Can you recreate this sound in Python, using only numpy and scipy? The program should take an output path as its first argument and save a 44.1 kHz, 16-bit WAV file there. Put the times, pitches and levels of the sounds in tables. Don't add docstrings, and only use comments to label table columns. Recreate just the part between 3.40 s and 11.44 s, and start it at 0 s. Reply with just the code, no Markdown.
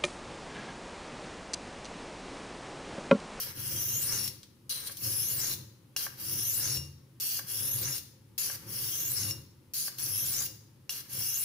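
import sys
import numpy as np
from scipy import signal
from scipy.fft import rfft, irfft, next_fast_len
from scipy.io import wavfile
from scipy.ndimage import uniform_filter1d

SR = 44100
rng = np.random.default_rng(int(sys.argv[2]) if len(sys.argv) > 2 else 0)


def store_wav(level_fs):
    pcm = np.round(np.clip(np.atleast_2d(level_fs), -1, 1) * 32767)
    wavfile.write(sys.argv[1], SR, pcm.T.astype(np.int16))


N = 354563
T = np.arange(N) / SR

# frequency_hz, level_db
AIR_SPECTRUM = [(25, -26), (50, -5), (110, -6), (190, 2), (330, -3), (680, -22), (900, -17), (1500, -23),
                (3000, -22.5), (5500, -25), (8100, -32), (11000, -22), (13700, -31), (15300, -23)]
RASP_SPECTRUM = [(1500, -30), (2450, -12), (2830, -11.5), (3080, -6.5), (3700, -3), (4500, -2), (5400, -1),
                 (6500, -2), (7500, -9), (8300, -10), (9500, -2), (11000, -1), (15200, 0.5)]
GRIND_SPECTRUM = [(200, 3), (400, 4), (530, 6), (660, -9.5), (900, 5.5), (1000, 1.5), (1300, 5),
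                  (1950, 7.5), (2500, 0), (4000, -1.5), (8000, -54)]
COUNTER_SPECTRUM = [(20, -19.5), (48, -32), (75, -9.5), (108, 4.5), (125, 2), (134, 5), (146, -7.5),
                    (210, -8.5), (245, -20.5), (320, -9), (460, -22), (530, -13.5), (650, -37),
                    (900, -24.5), (4000, -37)]
# start_s, length_s, rasp_db, easing_db_per_s, grind_db, resonance_hz, height_db
LANDINGS = [(0.0, 0.12, -30, 139, -53, 5900, 0), (1.294, 0.22, -31.5, 95, -56.5, 4240, 9.5),
            (2.564, 0.1, -33, 36, -54.5, 5730, -2), (3.804, .19, -30, 18, -60, 5400, -3.5),
            (4.979, 0.18, -28, 66, -55, 5270, -3.5), (6.336, 0.15, -31.5, 17, -60.5, 4900, 3.5),
            (7.498, .11, -35, 52, -58.5, 5600, -3)]
# centre_s, half_length_s, rasp_db
SKIDS = [(1.474, 0.016, -39.5), (1.522, 0.0096, -40), (1.592, 0.034, -47)]
# start_s, length_s, share_to_mid_blade, build_up_s, rasp_db, grind_db,
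# belly_extra_db, grip_tuning_ratio, ring_freedom_db
DRAWS = [(0.128, 0.75, 0.59, 0.099, -33, -55.5, 9.5, 0.95, 0),
         (1.592, 0.6, 0.5, 0.018, -32.5, -56.5, 8, 1.006, -4),
         (2.761, 0.63, 0.53, 0.083, -32, -57.5, 9.5, 0.92, -2),
         (4.051, 0.54, 0.54, 0.021, -34, -57, 8.5, 1.02, -2),
         (5.252, 0.674, 0.622, 0.056, -33.5, -57.5, 6, 0.974, -4.5),
         (6.558, 0.56, 0.52, 0.036, -32.5, -56.5, 5, 1.026, -17),
         (7.674, 0.51, 0.56, 0.056, -32.5, -57.5, -2, 0.94, 5)]
# stage, pitch_hz, height_db
FIRST_SIDE_PATHS = [
    [(1.2, 5430, -1.5), (1.7, 5980, 8), (2, 7040, 14.5), (2.6, 7900, 18)],
    [(3, 5500, 2), (3.45, 5340, 16), (3.95, 6300, 11.5), (4.3, 6700, 2)],
    [(1.15, 11150, 4), (1.6, 11330, 8.5), (1.85, 12100, 12), (2.2, 12900, 15), (2.7, 10400, 11.5),
     (3.2, 9100, 14.5), (3.6, 7260, 12)],
    [(3, 10550, 15), (4, 10800, 5), (4.4, 10440, 13), (4.65, 11220, 9)],
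    [(1.2, 15440, 6), (2.6, 14400, 15.5), (3.3, 14400, 13), (4.3, 14500, -9), (4.7, 15200, 7)],
]
SECOND_SIDE_PATHS = [
    [(1, 5500, 1.3), (1.7, 5300, 5.6), (2.1, 6900, 9.4)],
    [(3.1, 5000, 2.5), (3.8, 6300, 16), (4.1, 7000, 11.4)],
    [(1, 11400, 5.1), (1.7, 10920, 15.5), (1.95, 11500, 16), (2.3, 11200, 13), (2.65, 10400, 14),
     (3.05, 8500, 13), (3.45, 6760, 13.6)],
    [(3.7, 10100, 4.7), (4.25, 11200, 13), (4.6, 10900, 2.2)],
    [(1, 15600, 4.1), (2.2, 14800, 2.3), (2.9, 15200, 17.4), (3.6, 13800, 2), (4.1, 14300, 1.8),
     (4.35, 15300, 5.8), (4.7, 14700, 2.7)],
]
# stage, centre_hz, depth_db
NODE_VALLEY = [(0, 3650, -6), (1.2, 3750, -11), (2, 4750, -11), (2.4, 3450, -8), (5, 3150, -10)]
# pitch_hz, edge_driven_db, tip_driven_db, free_db, contact_t60_s
BLADE_MODES = [(2810, -5, -18, -5, .11), (2840, -1, -15, -12, .045), (3339, -10, -26, -30, .08),
               (3962, -11, -22, -19, .07), (4440, -6, -17, -30, .07), (5507, 0, 0, 2, .115),
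               (5580, -1, -4, -30, .03), (6250, 3, -4, -30, .015), (7185, -5, -12, -16, .09),
               (10940, -6, -11, -9, .07)]
# stage, drive_db
TIP_DRIVE = [(2.5, -40), (3.6, -16), (4.3, -4), (5, -6)]
# settling_db, sliding_db, heel_push_after_start_s, heel_db, tip_push_before_end_s, tip_db
PUSHES = [(-53, -48, 0.24, -42, 0.073, -46.5), (-58, -48, 0.091, -44.5, -0.023, -67),
          (-54.5, -50, 0.2, -45, 0.046, -42.5), (-53.5, -56, 0.2, -45, 0.16, -42.5),
          (-55, -50, 0.031, -45.5, 0.032, -43), (-60, -52.5, 0.16, -50.5, 0.21, -53),
          (-64, -75, 0.11, -46, .03, -68)]
# frequency_hz, t60_s
ROOM_DECAY = [(100, 0.18), (660, 0.48), (1740, 0.6), (4600, 0.6), (12000, 0.38), (16000, 0.45)]
# start_s, click_db, ring_db, free_swing_db, thump_db
LIFTS = [(0.878, -29, -39, -51, -50), (2.138, -30, -42, -54, -53), (3.372, -37, -30, -40, -34),
         (4.582, -32, -45, -60, -51), (5.91, -40, -24, -49, -41), (7.063, -36, -42, -51, -58)]
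# start_s, click_db, ring_db
CATCHES = [(1.298, -35, -47), (1.57, -35.5, -59), (2.564, -39, -24), (3.21, -42, -33), (3.33, -45, -30),
           (3.8, -32.5, -48), (4.558, -41, -34), (5.833, -41, -23), (6.342, -33, -48), (6.585, -32.5, -50),
           (6.939, -38, -29), (7.494, -41, -27)]
# pitch_hz, level_db, t60_s
ROCKING_MODES = [(83, 4, 0.66), (143, 3, 0.75)]
STONE_MODES = [(536, -8, 0.048), (810, -2, 0.032), (1117, 3, 0.021), (1600, 5.5, 0.026), (1780, 2.5, 0.033),
               (2280, 9, 0.0045)]
# start_s, level_db
KNOCKS = [(1.033, -59), (1.496, -41), (2.563, -39), (2.666, -30), (3.992, -33), (5.099, -34.5),
          (6.48, -35.5), (7.013, -38.5)]
# start_s, level_db, brightest_hz, decay_s
TICKS = [(1.031, -47, 4200, .007), (5.718, -22, 14000, .0015)]
# frequency_hz, correlation
COHERENCE = [(100, 1), (300, 0.79), (550, 0.6), (1000, 0.41), (1500, 0.11), (16000, 0.48)]
# frequency_hz, left_minus_right_db
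BALANCE = [(100, 1), (1700, 2), (5500, 2.5), (8300, 4.5), (11000, 7), (12000, 0), (13000, -3), (14000, 0)]


def amp(db):
    return 10 ** (np.asarray(db) / 20)


def unit(x):
    return x / np.sqrt(np.mean(x ** 2) + 1e-20)


def read(points, hz):
    f, value = np.transpose(points)
    return np.interp(np.log(hz + 1), np.log(f + 1), value)


def follow(rows, at):
    first, *columns = np.transpose(rows)
    return [np.interp(at, first, c) for c in columns]


def add(mix, start_s, sound):
    part = mix[:, max(round(start_s * SR), 0):][:, :sound.shape[1]]
    part += sound[:, :part.shape[1]]


def noise(spectrum, size=N):
    full = next_fast_len(size)
    hz = np.fft.rfftfreq(full, 1 / SR)
    left, independent = rfft(rng.standard_normal((2, full)))
    same = np.clip(read(COHERENCE, hz), 0, 1)
    right = same * left + np.sqrt(1 - same ** 2) * independent
    return unit(irfft(np.array([left, right]) * amp(read(spectrum, hz)), full)[:, :size])


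def wander(rate_hz, size=N, step=1):
    full = next_fast_len(size)
    hz = np.fft.rfftfreq(full, step / SR)
    return unit(irfft(rfft(rng.standard_normal(full)) / np.sqrt(1 + (hz / rate_hz) ** 4), full)[:size])


def patches(shape, bins, frames):
    field = rng.standard_normal(shape)
    for axis, size in ((-2, bins), (-1, frames)):
        field = uniform_filter1d(uniform_filter1d(field, size, axis), size, axis)
    return unit(field)


def peak(hz, centre, width):
    return 1 / (1 + ((hz[:, None] - centre) / width) ** 2) ** 2


def swell(centre_s, width_s, db):
    return amp(db) * np.exp(-((T - centre_s) / width_s) ** 2)


def contact(start, length, attack_s, release_s):
    gate = np.clip((T - start) / attack_s, 0, 1) * np.exp(-np.maximum(T - start - length, 0) / release_s)
    return gate, np.clip(T - start, 0, length)


def background(air_db=-64, hum_hz=134, hum_db=-64):
    hum = np.sin(2 * np.pi * hum_hz * T + .5 * wander(4.2)) * amp(hum_db + 2 * wander(0.16))
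    return amp(air_db) * noise(AIR_SPECTRUM) + hum


def travel(t, belly=0.27, tip_curve=0.58):
    stage, tuning, freedom_db = np.zeros(len(t)), np.ones(len(t)), np.zeros(len(t))
    for (lands, *_), (start, length, to_middle, *_, grip_ratio, freedom) in zip(LANDINGS, DRAWS):
        shares = to_middle + (1 - to_middle) * np.array([0, belly, tip_curve, 1])
        moments = [lands, start, *(start + length * shares)]
        begun = t > lands - .1
        stage[begun] = np.interp(t[begun], moments, np.arange(len(moments)))
        tuning[begun] = np.interp(stage[begun], [1, 2, 3], [1, grip_ratio, 1])
        freedom_db[begun] = freedom
    return stage, tuning, freedom_db


def pressure(stage, rest_rasp_db=-57, rest_grind_db=-64.5, first_touch_db=-14, tip_ease_db=-1.5):
    rasp_gain, grind_gain = np.zeros((2, N))
    for (start, length, rasp_db, easing, grind_db, *_), (drawn, *_) in zip(LANDINGS, DRAWS):
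        gate, age = contact(start, length, attack_s=0.00086, release_s=0.0046)
        resting, _ = contact(start + length, drawn - start - length, attack_s=0.011, release_s=0.0046)
        rasp_gain += gate * amp(rasp_db - easing * age) + resting * amp(rest_rasp_db)
        grind_gain += gate * amp(grind_db) + resting * amp(rest_grind_db)
    rasp_gain += sum(swell(*skid) for skid in SKIDS)
    past_bite = stage - 3.79
    bite = np.exp(-(past_bite / 0.68) ** 2)
    ease_db = tip_ease_db * np.clip(past_bite, 0, 1)
    lifted = [row[0] for row in LIFTS] + [np.inf]
    for (start, _, _, build_s, rasp_db, grind_db, bite_db, *_), end in zip(DRAWS, lifted):
        gate, age = contact(start, end - start, attack_s=0.039, release_s=0.0021)
        rasp_gain += gate * amp(rasp_db + first_touch_db * np.exp(-age / build_s) + ease_db)
        grind_gain += gate * amp(grind_db + bite_db * bite + ease_db)
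    return rasp_gain, grind_gain


def grit(judder_db=1.16, grain_db=1.16):
    return unit(amp(2 * judder_db * np.tanh(wander(52) / 2) + 2 * grain_db * np.tanh(wander(420) / 2)))


def landing_resonances(hz, t, sag=0.11, sag_s=0.023, upper_ratio=2.39, width_hz=750):
    power = 0
    for start, length, *_, contact_hz, height_db in LANDINGS:
        centre = contact_hz * (1 - sag * (1 - np.exp(-np.maximum(t - start, 0) / sag_s)))
        height = (t > start - sag_s) * (t < start + length) * amp(height_db)
        power += height ** 2 * (peak(hz, centre, width_hz) + peak(hz, upper_ratio * centre, width_hz))
    return power


def rasp(heel_width_hz=480, flare_db=1.7, fade_stages=0.31):
    hz, t, hiss = signal.stft(rng.standard_normal((2, N)), SR, nperseg=512, noverlap=384)
    stage, tuning, _ = travel(t)
    power = amp(2.2 * patches(hiss.shape[1:], 1, 90) + 2.8 * patches(hiss.shape, 2, 34)) ** 2
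    power = power / power.mean() + landing_resonances(hz, t)
    width = heel_width_hz * np.interp(stage, [1.5, 3], [1, .7])
    side = np.searchsorted([row[0] - .1 for row in LANDINGS[1:]], t) % 2
    for k, paths in enumerate((FIRST_SIDE_PATHS, SECOND_SIDE_PATHS)):
        for path in paths:
            centre, height_db = follow(path, stage)
            centre = centre * tuning * (1 + .011 * wander(25, size=len(t), step=128))
            height = amp(height_db + flare_db * wander(45, size=len(t), step=128))
            beyond = stage - np.clip(stage, path[0][0], path[-1][0])
            presence = (side == k) * np.exp(-(beyond / fade_stages) ** 2)
            power += (presence * height) ** 2 * peak(hz, centre, width)
    valley_hz, valley_db = follow(NODE_VALLEY, stage)
    singing_db = 2.4 * patches(hiss.shape[1:], 2, 12) + 1.8 * patches(hiss.shape[1:], 3, 4)
    colour_db = read(RASP_SPECTRUM, hz)[:, None] + valley_db * peak(hz, valley_hz, width)
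    power *= amp(colour_db + singing_db) ** 2
    filtered = hiss * np.sqrt(power / power.mean((0, 1)))
    return unit(signal.istft(filtered, SR, nperseg=512, noverlap=384)[1][:, :N])


def blade_response(levels_db, longer=1):
    t, lag = T[:SR // 2], np.array([[0], [np.pi / 4]])
    return sum(amp(db - 60 * t / (t60 * longer)) * np.sin(2 * np.pi * hz * t - lag)
               for db, (hz, *_, t60) in zip(levels_db, BLADE_MODES))


def blade_ring(force, stage, freedom_db, straight_drive_db=-17.5, catch_drive_db=-7):
    _, straight_db, tip_db, free_db, _ = np.transpose(BLADE_MODES)
    straight, tip = blade_response(straight_db), blade_response(tip_db)
    free = blade_response(free_db, longer=3.4)
    ringing = np.zeros((2, N))
    for response, drive_db in ((straight, straight_drive_db + freedom_db / 2),
                               (tip, follow(TIP_DRIVE, stage)[0] + freedom_db)):
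        push = force * amp(drive_db) * rng.standard_normal(N)
        ringing += signal.oaconvolve(push[None], response / np.linalg.norm(response[0]), axes=1)[:, :N]
    for start, _, ring_db, *_ in CATCHES + LIFTS:
        response = tip if stage[round(start * SR)] > 2 else straight
        add(ringing, start, amp(ring_db + catch_drive_db) * response)
    for start, _, _, swing_db, _ in LIFTS:
        add(ringing, start, amp(swing_db) * free)
    return ringing


def knife(scrape_db=0.5):
    stage, _, freedom_db = travel(T)
    rasp_gain, grind_gain = pressure(stage)
    grains = grit()
    ringing = blade_ring(rasp_gain * grains, stage, freedom_db)
    friction = rasp_gain * rasp() + grind_gain * noise(GRIND_SPECTRUM)
    return amp(scrape_db) * grains * friction, ringing


def counter(idle_db=-60):
    gains = [np.full(N, amp(idle_db))]
    for (lands, skid_s, *_), (start, length, *_), push in zip(LANDINGS, DRAWS, PUSHES):
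        settling_db, sliding_db, after_s, heel_db, before_s, tip_db = push
        sliding, _ = contact(start, length, attack_s=0.057, release_s=0.083)
        gains += [swell(lands + skid_s, 0.1, settling_db), amp(sliding_db) * sliding,
                  swell(start + after_s, 0.071, heel_db), swell(start + length - before_s, 0.11, tip_db)]
    return np.sqrt(sum(gain ** 2 for gain in gains)) * noise(COUNTER_SPECTRUM)


def room(direct, early_db=-7, tail_db=-8, echoes_per_s=4000):
    t = T[:32768]
    taps = rng.standard_normal((2, len(t))) * (rng.random((2, len(t))) < echoes_per_s / SR)
    early = taps * np.exp(-t / .008) * (t > .0005)
    hz, age, late = signal.stft(taps * (t > .006), SR, nperseg=256)
    decay = amp(-60 * age / read(ROOM_DECAY, hz)[:, None])
    tail = signal.istft(late * decay, SR, nperseg=256)[1][:, :len(t)]
    response = sum(amp(db) * part / np.linalg.norm(part, axis=1, keepdims=True)
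                   for db, part in ((early_db, early), (tail_db, tail)))
    return direct + signal.fftconvolve(direct, response, axes=1)[:, :N]


def clicks(rows, spectrum, decay_s):
    out, t = np.zeros((2, N)), T[:2048]
    for start, db, *_ in rows:
        add(out, start, amp(db) * noise(spectrum, size=len(t)) * np.exp(-t / decay_s))
    return out


def struck(modes):
    t = T[:SR // 2]
    sound = sum((-1) ** k * amp(db - 60 * t / t60) * np.sin(2 * np.pi * hz * t)
                for k, (hz, db, t60) in enumerate(modes))
    return np.array([sound, sound]) / abs(sound).max()


def stone():
    thumps, knocks = np.zeros((2, 2, N))
    thump, knock = struck(ROCKING_MODES), struck(STONE_MODES)
    for start, *_, db in LIFTS:
        add(thumps, start, amp(db) * thump)
    for start, db in KNOCKS:
        add(knocks, start, amp(db) * knock)
    return thumps, knocks


def ticks():
    return sum(clicks([(start, db)], [(hz / 4, -22), (hz, 0), (hz * 3, -14)], decay_s)
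               for start, db, hz, decay_s in TICKS)


def scene(ring_into_room=0.4):
    scrape, ringing = knife()
    edge_clicks = clicks(CATCHES + LIFTS, RASP_SPECTRUM, decay_s=0.0077)
    thumps, knocks = stone()
    in_room = room(scrape + edge_clicks + knocks + ticks() + ring_into_room * ringing)
    return in_room + (1 - ring_into_room) * ringing + thumps + counter() + background()


def record(dry, cutoff_hz=15600):
    full = next_fast_len(N + 4096)
    lean_db = read(BALANCE, np.fft.rfftfreq(full, 1 / SR)) / 2
    heard = irfft(rfft(dry, full) * amp([lean_db, -lean_db]), full)[:, :N]
    low_pass = signal.firwin(511, cutoff_hz, window=("kaiser", 9), fs=SR)
    return signal.oaconvolve(heard, low_pass[None], "same")


dry = scene()
out = record(dry)
store_wav(out)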